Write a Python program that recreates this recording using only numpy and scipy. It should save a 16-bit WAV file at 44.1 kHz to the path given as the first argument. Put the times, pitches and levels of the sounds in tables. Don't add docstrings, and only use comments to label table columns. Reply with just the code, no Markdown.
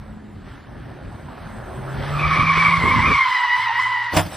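import sys
import numpy as np
from scipy import signal
from scipy.fft import rfft, irfft, next_fast_len
from scipy.io import wavfile
from scipy.ndimage import uniform_filter1d, map_coordinates

SR = 44100
rng = np.random.default_rng(int(sys.argv[2]) if len(sys.argv) > 2 else 0)


def level_to_linear(level):
    exponent = np.asarray(level, float) / 20
    return 10 ** exponent


def master_out(mix):
    frames = np.transpose(np.atleast_2d(mix))
    ceiling = np.clip(frames, -1, 1)
    pcm = np.round(ceiling * 32767).astype(np.int16)
    wavfile.write(sys.argv[1], SR, pcm)


N = 192276
T = np.arange(N) / SR

# t/s, slip pitch f/Hz, level/dB
ALL_TYRES_SLIDE = [(2.09, 1262, -37), (2.2, 1191, -27.5), (2.36, 1140, -20), (2.45, 1141, -23),
                   (2.65, 1117, -18.5), (2.84, 1054, -23), (2.9, 1080, -22), (3.0, 1004, -21),
                   (3.06, 1188, -21)]
# t/s, slip pitch f/Hz, level/dB
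ONE_TYRE_SLIDES = [(3.175, 1097, -18.5), (3.22, 1047, -21.5), (3.499, 967.2, -23.5), (3.64, 1003, -23.5),
                   (3.701, 917.4, -26), (3.808, 995.4, -23.5), (3.889, 1000, -26), (3.952, 981, -27),
                   (4.127, 966.6, -31)]
# t/s, extra level/dB, pitch jump/fraction
GRABS = [
    (2.405, 6, .0),
    (2.66, 4, .0),
    (3.0, 5, -.03),
    (3.2, -6, 0),
    (3.47, -4, -.025),
    (3.632, 2, .08),
    (3.795, 2, .08),
    (3.885, 0, .03),
    (4.035, -2, -.045),
]
# multiple of slip pitch, level under the third/dB
UPPER_MULTIPLES = [(4, -8), (5, -13)]
PATCH_OFFSETS = [0, -.045, .015, .045]

# t/s, level/dB
CRUSH_FORCE = [(4.118, -44), (4.134, -24.5), (4.163, -18.5), (4.172, -11), (4.197, -15.5), (4.213, -24.5),
               (4.248, -35.5), (4.267, -30.5), (4.3, -43.5)]
# t/s, peak level/dB
IMPACT_BLOWS = [
    (4.131, -28),
    (4.137, -6),
    (4.155, -6.5),
    (4.169, 7.5),
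    (4.174, -7),
    (4.179, -34),
    (4.189, -11),
    (4.2, -2),
    (4.266, -19.5),
]
# t/s, peak level/dB
SHARP_CRACKS = [
    (4.1672, -5),
    (4.175, -8),
    (4.1795, -11),
    (4.1982, -20),
]
# f/Hz, level/dB, t60/s
SHELL_BOOMS = [(98, -23, .2), (165, -23, .16), (310, -19, .13), (660, -21, .08)]
# f/Hz, density/dB per Hz
BODY_SPECTRUM = [(24, -39), (40, -16), (102, 0), (156, -5), (314, -6.5), (396, -20), (500, -11.5),
                 (650, -34), (1100, -120)]
# f/Hz, density/dB per Hz
PANEL_SPECTRUM = [(240, -42), (400, -18), (659, -1.5), (805, -7), (881, -5.5), (1220, -14), (1660, -14),
                  (2160, -16), (3500, -18.5), (4550, -49), (7700, -120)]
# f/Hz, density/dB per Hz
GRIT_SPECTRUM = [(2000, -35), (3000, -13), (3700, -4.5), (5400, -5.5), (6500, -13), (8000, -8.5),
                 (11000, -16.5), (15400, -11.5), (15700, -71)]

# t/s, nearness level/dB
NEARNESS = [(0, -15), (.3, -17.5), (.7, -14), (1.0, -10), (1.2, -9), (1.45, -6), (1.9, -2.5), (2.2, 1),
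            (2.5, -2), (3.0, -3), (3.6, -2.5), (4.08, -3), (4.36, -4)]
# f/Hz, density/dB per Hz
RUMBLE_SPECTRUM = [(15, -37), (25, 0.5), (64, 1.5), (123, 0.5), (177, -5.5), (215, -4), (258, -7.5),
                   (450, -17.5), (580, -55), (990, -120)]
# f/Hz, density/dB per Hz
ROAR_SPECTRUM = [(210, -26), (350, -4), (430, -10), (520, -2), (760, -2.5), (950, -5.5), (1200, -9),
                 (1760, -10), (1900, -22), (2600, -33), (5000, -120)]
# f/Hz, density/dB per Hz
SCRUB_SPECTRUM = [(760, -16), (1300, -5), (1650, -7.5), (1900, -5.5), (2500, -12.5), (3070, -13.5),
                  (4820, -20.5), (6210, -27.5), (7000, -83), (9000, -120)]
# f/Hz, density/dB per Hz
HISS_SPECTRUM = [(5000, -65), (6300, -6), (7000, -4), (8200, 2), (9400, -9), (10700, -6.5), (12500, -10.5),
                 (13700, -13), (15300, -14), (15700, -68)]
# from t/s, to t/s, level/dB
TREAD_SCUFFS = [
    (0.407, .85, -54.5),
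    (1.718, 2.248, -41),
]

# t/s, f/Hz, level/dB
FIRING_NOTE = [(1.5, 116, -46), (1.7, 124.2, -36.5), (2.25, 150.5, -25.5), (2.42, 160.3, -25.5),
               (2.75, 166.6, -28), (2.9, 170.9, -32), (3.0, 154.8, -27), (3.1, 144, -29)]
# multiple of the firing note, level/dB
FIRING_MULTIPLES = [(1, 0), (2, -64), (3, -29)]
# multiple of the firing note, from t/s, to t/s, level/dB
INTAKE_HOWLS = [(3, 1.63, 2.2, -45), (4, 1.92, 2.34, -43.5)]
# from t/s, to t/s, f/Hz, level/dB
STEADY_HUMS = [
    (0.023, .4, 214, -41.5),
    (3.55, 4.124, 115.4, -47),
]

# t/s, peak level/dB, top f/Hz, length/s
MIC_THUMPS = [(2.407, -13, 386, 0.034), (2.578, -14, 397, 0.0072), (2.785, -16, 203.1, 0.017),
              (2.865, -13, 410.3, 0.052), (2.96, -12.5, 341, 0.06), (2.996, -18.5, 269, 0.093),
              (3.092, -13.5, 507, 0.04), (3.126, -20, 152, 0.057), (2.01, -30, 90, 0.048),
              (2.291, -18, 103, 0.077), (3.214, -36.5, 184, 0.033), (3.486, -43, 100, 0.05)]
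# f/Hz, likeness/0-1
GUST_LIKENESS = [(100, .78)]
# f/Hz, likeness/0-1
PORT_LIKENESS = [(60, 0.96), (130, 1), (290, 0.47), (640, 0.65), (1000, 0.93), (2400, 1), (4400, 0.85),
                 (6000, 0), (8000, 0), (10000, 0), (14000, 0)]
# f/Hz, left over right level/dB
PORT_LEAN = [(200, 0), (700, -1), (1100, -3), (1600, -2.5), (2200, 1), (4000, 0)]
# f/Hz, left lead/rad
PORT_LEAD = [(300, -0.59), (950, -0.47), (1500, -0.35), (2400, 0.67), (3000, 0.5)]

# low f/Hz, high f/Hz, share kept/0-1
PATCHY_BANDS = [(6350, 6700, .45), (7550, 7950, .45), (8700, 9600, .8), (11300, 11950, .04),
                (13100, 13600, .55), (13600, 14200, .75)]
# from t/s, to t/s
BAND_OPEN = [(.13, .42), (.6, .66), (2.44, 2.5), (2.74, 2.86), (2.97, 3.04), (3.1, 3.15), (3.19, 3.43),
             (3.8, 3.98), (4.02, 4.07), (4.14, 4.22)]
# low f/Hz, high f/Hz
MONO_BANDS = [(1400, 1900), (2900, 4250), (4700, 5500), (7600, 8300), (9600, 11900), (12300, 13700),
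              (14300, 16000)]
# low f/Hz, high f/Hz, threshold level/dB
MONO_IF_QUIET = [(0, 170, -33), (1900, 2900, -47)]


def unit(x):
    return x / np.sqrt(np.mean(x ** 2) + 1e-20)


def along(points, hz):
    f, v = np.transpose(points)
    return np.interp(np.log(hz + 1), np.log(f + 1), v)


def curves(rows):
    s, *cols = np.transpose(rows)
    gate = np.interp(T, [s[0] - .03, s[0], s[-1], s[-1] + .02], [0, 1, 1, 0])
    return [np.interp(T, s, c) for c in cols] + [gate]


def wobble(rate):
    return map_coordinates(rng.standard_normal(N // 40), [T * np.clip(rate, .1, 1000)])


def filtered(x, response):
    m = next_fast_len(N + 8192)
    return irfft(rfft(x, m) * response(np.fft.rfftfreq(m, 1 / SR)), m)[..., :N]


def rush(spectrum, patchy_db, grain_db=0, alike=PORT_LIKENESS):
    z = signal.stft(rng.standard_normal((2, N)), nperseg=512)[2]
    field = uniform_filter1d(rng.standard_normal(z.shape[1:]), size=6, axis=0)
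    field = uniform_filter1d(field, size=10, axis=1)
    pair = signal.istft(z * level_to_linear(patchy_db * unit(field)), nperseg=512)[1][:, :N]
    pair = pair * level_to_linear(grain_db * wobble(300))

    def mid_side_response(hz):
        angle = np.arccos(np.clip(along(alike, hz), -1, 1)) / 2
        return level_to_linear(along(spectrum, hz)) * (hz > spectrum[0][0]) * [np.cos(angle), np.sin(angle)]

    mid, side = filtered(pair, mid_side_response)
    return unit(np.array([mid + side, mid - side]))


def slide():
    leads = np.interp(T, (3.05, 3.24), [0, 1])
    first_bite = np.interp(T, (2.0, 2.25), [.8, 0])
    return *curves(ALL_TYRES_SLIDE + ONE_TYRE_SLIDES), leads, np.maximum(leads, first_bite)


def squeal():
    hz, db, gate, leads, clear = slide()
    rough_bite, clean_bite = (.55, .022, .5), (.84, .010, .3)
    share, spread, fuzz = [a + (b - a) * clear for a, b in zip(rough_bite, clean_bite)]
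    octave_enters = np.clip((2.19 - T) / 0.046, 0, 1)
    octave_db = -2 + 3 * leads - 14 * octave_enters + 0.67 * wobble(29.7)
    third_db = -24 + 11 * leads + 3.0 * wobble(14)

    grabs = [np.exp(-((T - s) / 0.007626) ** 2) for s, _, _ in GRABS]
    db = db + sum(g * extra_db for g, (_, extra_db, _) in zip(grabs, GRABS))
    hz = hz * (1 + sum(g * jump for g, (_, _, jump) in zip(grabs, GRABS)))
    average_hz = uniform_filter1d(hz, size=int(.22 * SR))

    partials = np.zeros((len(UPPER_MULTIPLES) + 3, 2, N))
    for offset in PATCH_OFFSETS:
        if offset:
            patch_hz = average_hz
            drift = offset + (.014 + .4 * spread) * (wobble(35) + wobble(120))
            weight = np.sqrt((1 - share) / (len(PATCH_OFFSETS) - 1))
        else:
            patch_hz, drift, weight = hz, spread * wobble(60), np.sqrt(share)
        phase = 2 * np.pi * np.cumsum(patch_hz * (1 + drift)) / SR
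        flare = weight * level_to_linear(1.28 * wobble(45))
        skew = 0.033 * rng.standard_normal() * np.array([[1], [-1]])
        for k in range(len(partials)):
            rough = fuzz / (k + 1) if k < 2 else .55
            skirts = wobble(260) + 1j * wobble(260)
            ragged = np.sqrt(1 - rough) + np.sqrt(rough / 2) * skirts
            wave = np.imag(ragged * np.exp(1j * ((k + 1) * phase + skew)))
            partials[k] += flare * level_to_linear(2.76 * wobble(35)) * wave

    top_fade_db = np.interp(T, (3.6, 4.1), [0, -7])
    levels = [db, db + octave_db, db + third_db]
    levels += [db + third_db + under_db + top_fade_db for _, under_db in UPPER_MULTIPLES]
    tone = gate * sum(level_to_linear(level + 1.34) * unit(p) for level, p in zip(levels, partials))
    return filtered(tone, lambda f: 1 / (1 + (700 / (f + 1)) ** 12))


def crash():
    rattle = [(4.32, -31.5), (4.36, -31.5)]
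    force_db, gate = curves(CRUSH_FORCE + rattle)
    under_full_db = force_db - force_db.max()
    body_db = -13 + 0.66 * under_full_db
    panel_db = -10.5 + 1.09 * under_full_db
    grit_db = -23 + 0.85 * under_full_db

    loudest = max(db for _, db in IMPACT_BLOWS)
    snaps, boom = np.zeros(N), np.zeros(N)
    for s, db in IMPACT_BLOWS:
        snaps += level_to_linear(db - loudest - 60 * np.abs(T - s) / np.where(T > s, .02, .002))
        t = np.maximum(T - s, 0)
        for hz, level_db, t60 in SHELL_BOOMS:
            ring_db = db + level_db + rng.normal(0, 1.6) - 60 * t / t60
            boom += level_to_linear(ring_db) * np.sin(2 * np.pi * hz * t)

    body = level_to_linear(body_db) * rush(BODY_SPECTRUM, patchy_db=7.5, alike=GUST_LIKENESS)
    panel = level_to_linear(panel_db - 3.0) * (1 + 1.2 * snaps) * rush(PANEL_SPECTRUM, patchy_db=0.0, grain_db=-1.0)
    grit = level_to_linear(grit_db + 1.0) * (1 + 0.76 * snaps) * rush(GRIT_SPECTRUM, patchy_db=4.0, grain_db=1.0)
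    crack_s = 0.0022
    breaks = sum(level_to_linear(db - 20 * np.maximum(T - s, 0) / crack_s) * (T > s) for s, db in SHARP_CRACKS)
    cracks = filtered(breaks * rng.standard_normal(N), lambda hz: 1 / (1 + 1j * hz / 3500))
    return gate * (body + panel + grit) + boom + level_to_linear(1.5) * cracks


def road():
    near_db, _ = curves(NEARNESS)
    _, squeal_db, sliding, leads, _ = slide()
    squeal_db = squeal_db - 1.5 * leads
    lifted = np.clip((T - 3.097) / 0.13, 0, 1)
    stopped = np.clip((T - 4.14) / .05, 0, 1)

    def layer(top_db, slope, lift_db, slide_db, rest_db):
        rolling = level_to_linear(top_db + slope * near_db + lift_db * lifted)
        moving = np.hypot(rolling, sliding * level_to_linear(squeal_db + slide_db))
        return (1 - stopped) * moving + stopped * level_to_linear(rest_db)

    lumps = level_to_linear(.8 * wobble(5) + 0.27 * wobble(22.13))
    rumble = layer(-31.5, 0.3, -20.5, -60, -41.5) * unit(lumps * rush(RUMBLE_SPECTRUM, patchy_db=-2.14))
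    roar = layer(-38, 1, -13, -35, -44.5) * level_to_linear(4.5 + .7 * wobble(6))
    roar = roar * rush(ROAR_SPECTRUM, patchy_db=2.0, grain_db=2.0)

    scuffs = np.zeros(N)
    for (start, end, db), rise in zip(TREAD_SCUFFS, (0.16, 0.64)):
        peak = start + rise * (end - start)
        scuffs += level_to_linear(db) * np.interp(T, [start, peak, end + 0.061], [0, 1, 0]) ** 2
    scrub = np.hypot(layer(-52.5, .5, -3, -11.5, -50.5), scuffs) * level_to_linear(6.5 + .9 * wobble(8.08))
    scrub = scrub * rush(SCRUB_SPECTRUM, patchy_db=1.23, grain_db=0.97)
    hiss = layer(-57.5, 0.95, -14.5, -33, -55) * level_to_linear(6.5 + 1.7 * wobble(9.7))
    hiss = hiss * rush(HISS_SPECTRUM, patchy_db=1.0, grain_db=0.0)
    return rumble + roar + scrub + hiss


def note(rows, orders):
    hz, db, gate = curves(rows)
    phase = 2 * np.pi * np.cumsum(hz * (1 + 0.0073 * wobble(30.16))) / SR
    tone = sum(level_to_linear(level_db + 1.7 * wobble(8.7) * (k > 1)) * np.sin(k * phase) for k, level_db in orders)
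    return np.sqrt(2) * gate * level_to_linear(db + 1.3 * wobble(15)) * tone


def held(start, end, hz, db):
    edge_s, edge_db = .07, -9
    times = [start, start + edge_s, *np.linspace(start, end, 8)[2:-2], end - edge_s, end]
    rows = [(s, np.interp(s, T, hz), db + edge_db * (s in (start, end))) for s in times]
    return note(rows, [(0.99, 0.0066)])


def engine():
    firing_hz = curves(FIRING_NOTE)[0]
    howls = sum(held(start, end, round(k) * firing_hz, db) for k, start, end, db in INTAKE_HOWLS)
    hums = sum(held(start, end, hz + 0 * T, db) for start, end, hz, db in STEADY_HUMS)
    return note(FIRING_NOTE, FIRING_MULTIPLES) + howls + hums


def thumps():
    out = np.zeros((2, N))
    for s, db, top_hz, length in MIC_THUMPS:
        spectrum = [(25, -30), (70, 0), (top_hz / 2, -3), (top_hz, -12), (2 * top_hz, -40), (4 * top_hz, -120)]
        low = rush(spectrum, patchy_db=3.5, alike=GUST_LIKENESS)
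        swell = np.exp(-((T - s) / (0.8 * length)) ** 2)
        out += level_to_linear(db - 7.0) * swell * low / np.sqrt(np.sum((swell * low) ** 2) / np.sum(2 * swell ** 2))
    return out


def scene():
    return squeal() + crash() + road() + engine() + thumps()


def starved(x):
    hz, t, z = signal.stft(x, SR, nperseg=2048, noverlap=1024)
    narrow = [(low, low + 350, .9) for low in range(7950, 15600, 350)]
    for low_hz, high_hz, kept in PATCHY_BANDS + narrow:
        chance = wobble(14)[np.minimum(t * SR, N - 1).astype(int)]
        z[:, (hz > low_hz) & (hz < high_hz)] *= chance < np.quantile(chance, kept)
    z[:, (hz > 6700) & (hz < 7550)] *= sum((t > start) & (t < end) for start, end in BAND_OPEN)
    treble = hz > 6350
    z[:, treble] *= unit(level_to_linear(6 * rng.standard_normal(z.shape[1:])))[treble]
    return signal.istft(z, SR, nperseg=2048, noverlap=1024)[1][:, :N]


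def folded(x):
    hz, t, z = signal.stft([x[0] + x[1], x[0] - x[1]], SR, nperseg=2048, noverlap=1024)
    for low_hz, high_hz in MONO_BANDS:
        z[1, (hz > low_hz) & (hz < high_hz)] = 0
    for low_hz, high_hz, least_db in MONO_IF_QUIET:
        band = (hz >= low_hz) & (hz < high_hz)
        loudness = uniform_filter1d(np.linalg.norm(z[0, band], axis=0), size=5) / 2
        z[1, band] *= loudness > level_to_linear(least_db)
    mid, side = signal.istft(z, SR, nperseg=2048, noverlap=1024)[1][:, :N] / 2
    return np.array([mid + side, mid - side])


def band_limit(x):
    return signal.sosfilt(signal.butter(12, 15620, fs=SR, output="sos"), x)


def record(dry):
    ports = np.array([[.5], [-.5]])

    def port_response(hz):
        low_cut = 1 + (34 / (hz + 1)) ** 4
        return level_to_linear(along(PORT_LEAN, hz) * ports) * np.exp(1j * along(PORT_LEAD, hz) * ports) / low_cut

    shaded = filtered(dry, port_response)
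    limited = shaded / (1 + np.abs(shaded / .92) ** 4) ** (1 / 4)
    return band_limit(folded(starved(limited)))


dry = scene()
out = record(dry)
master_out(out)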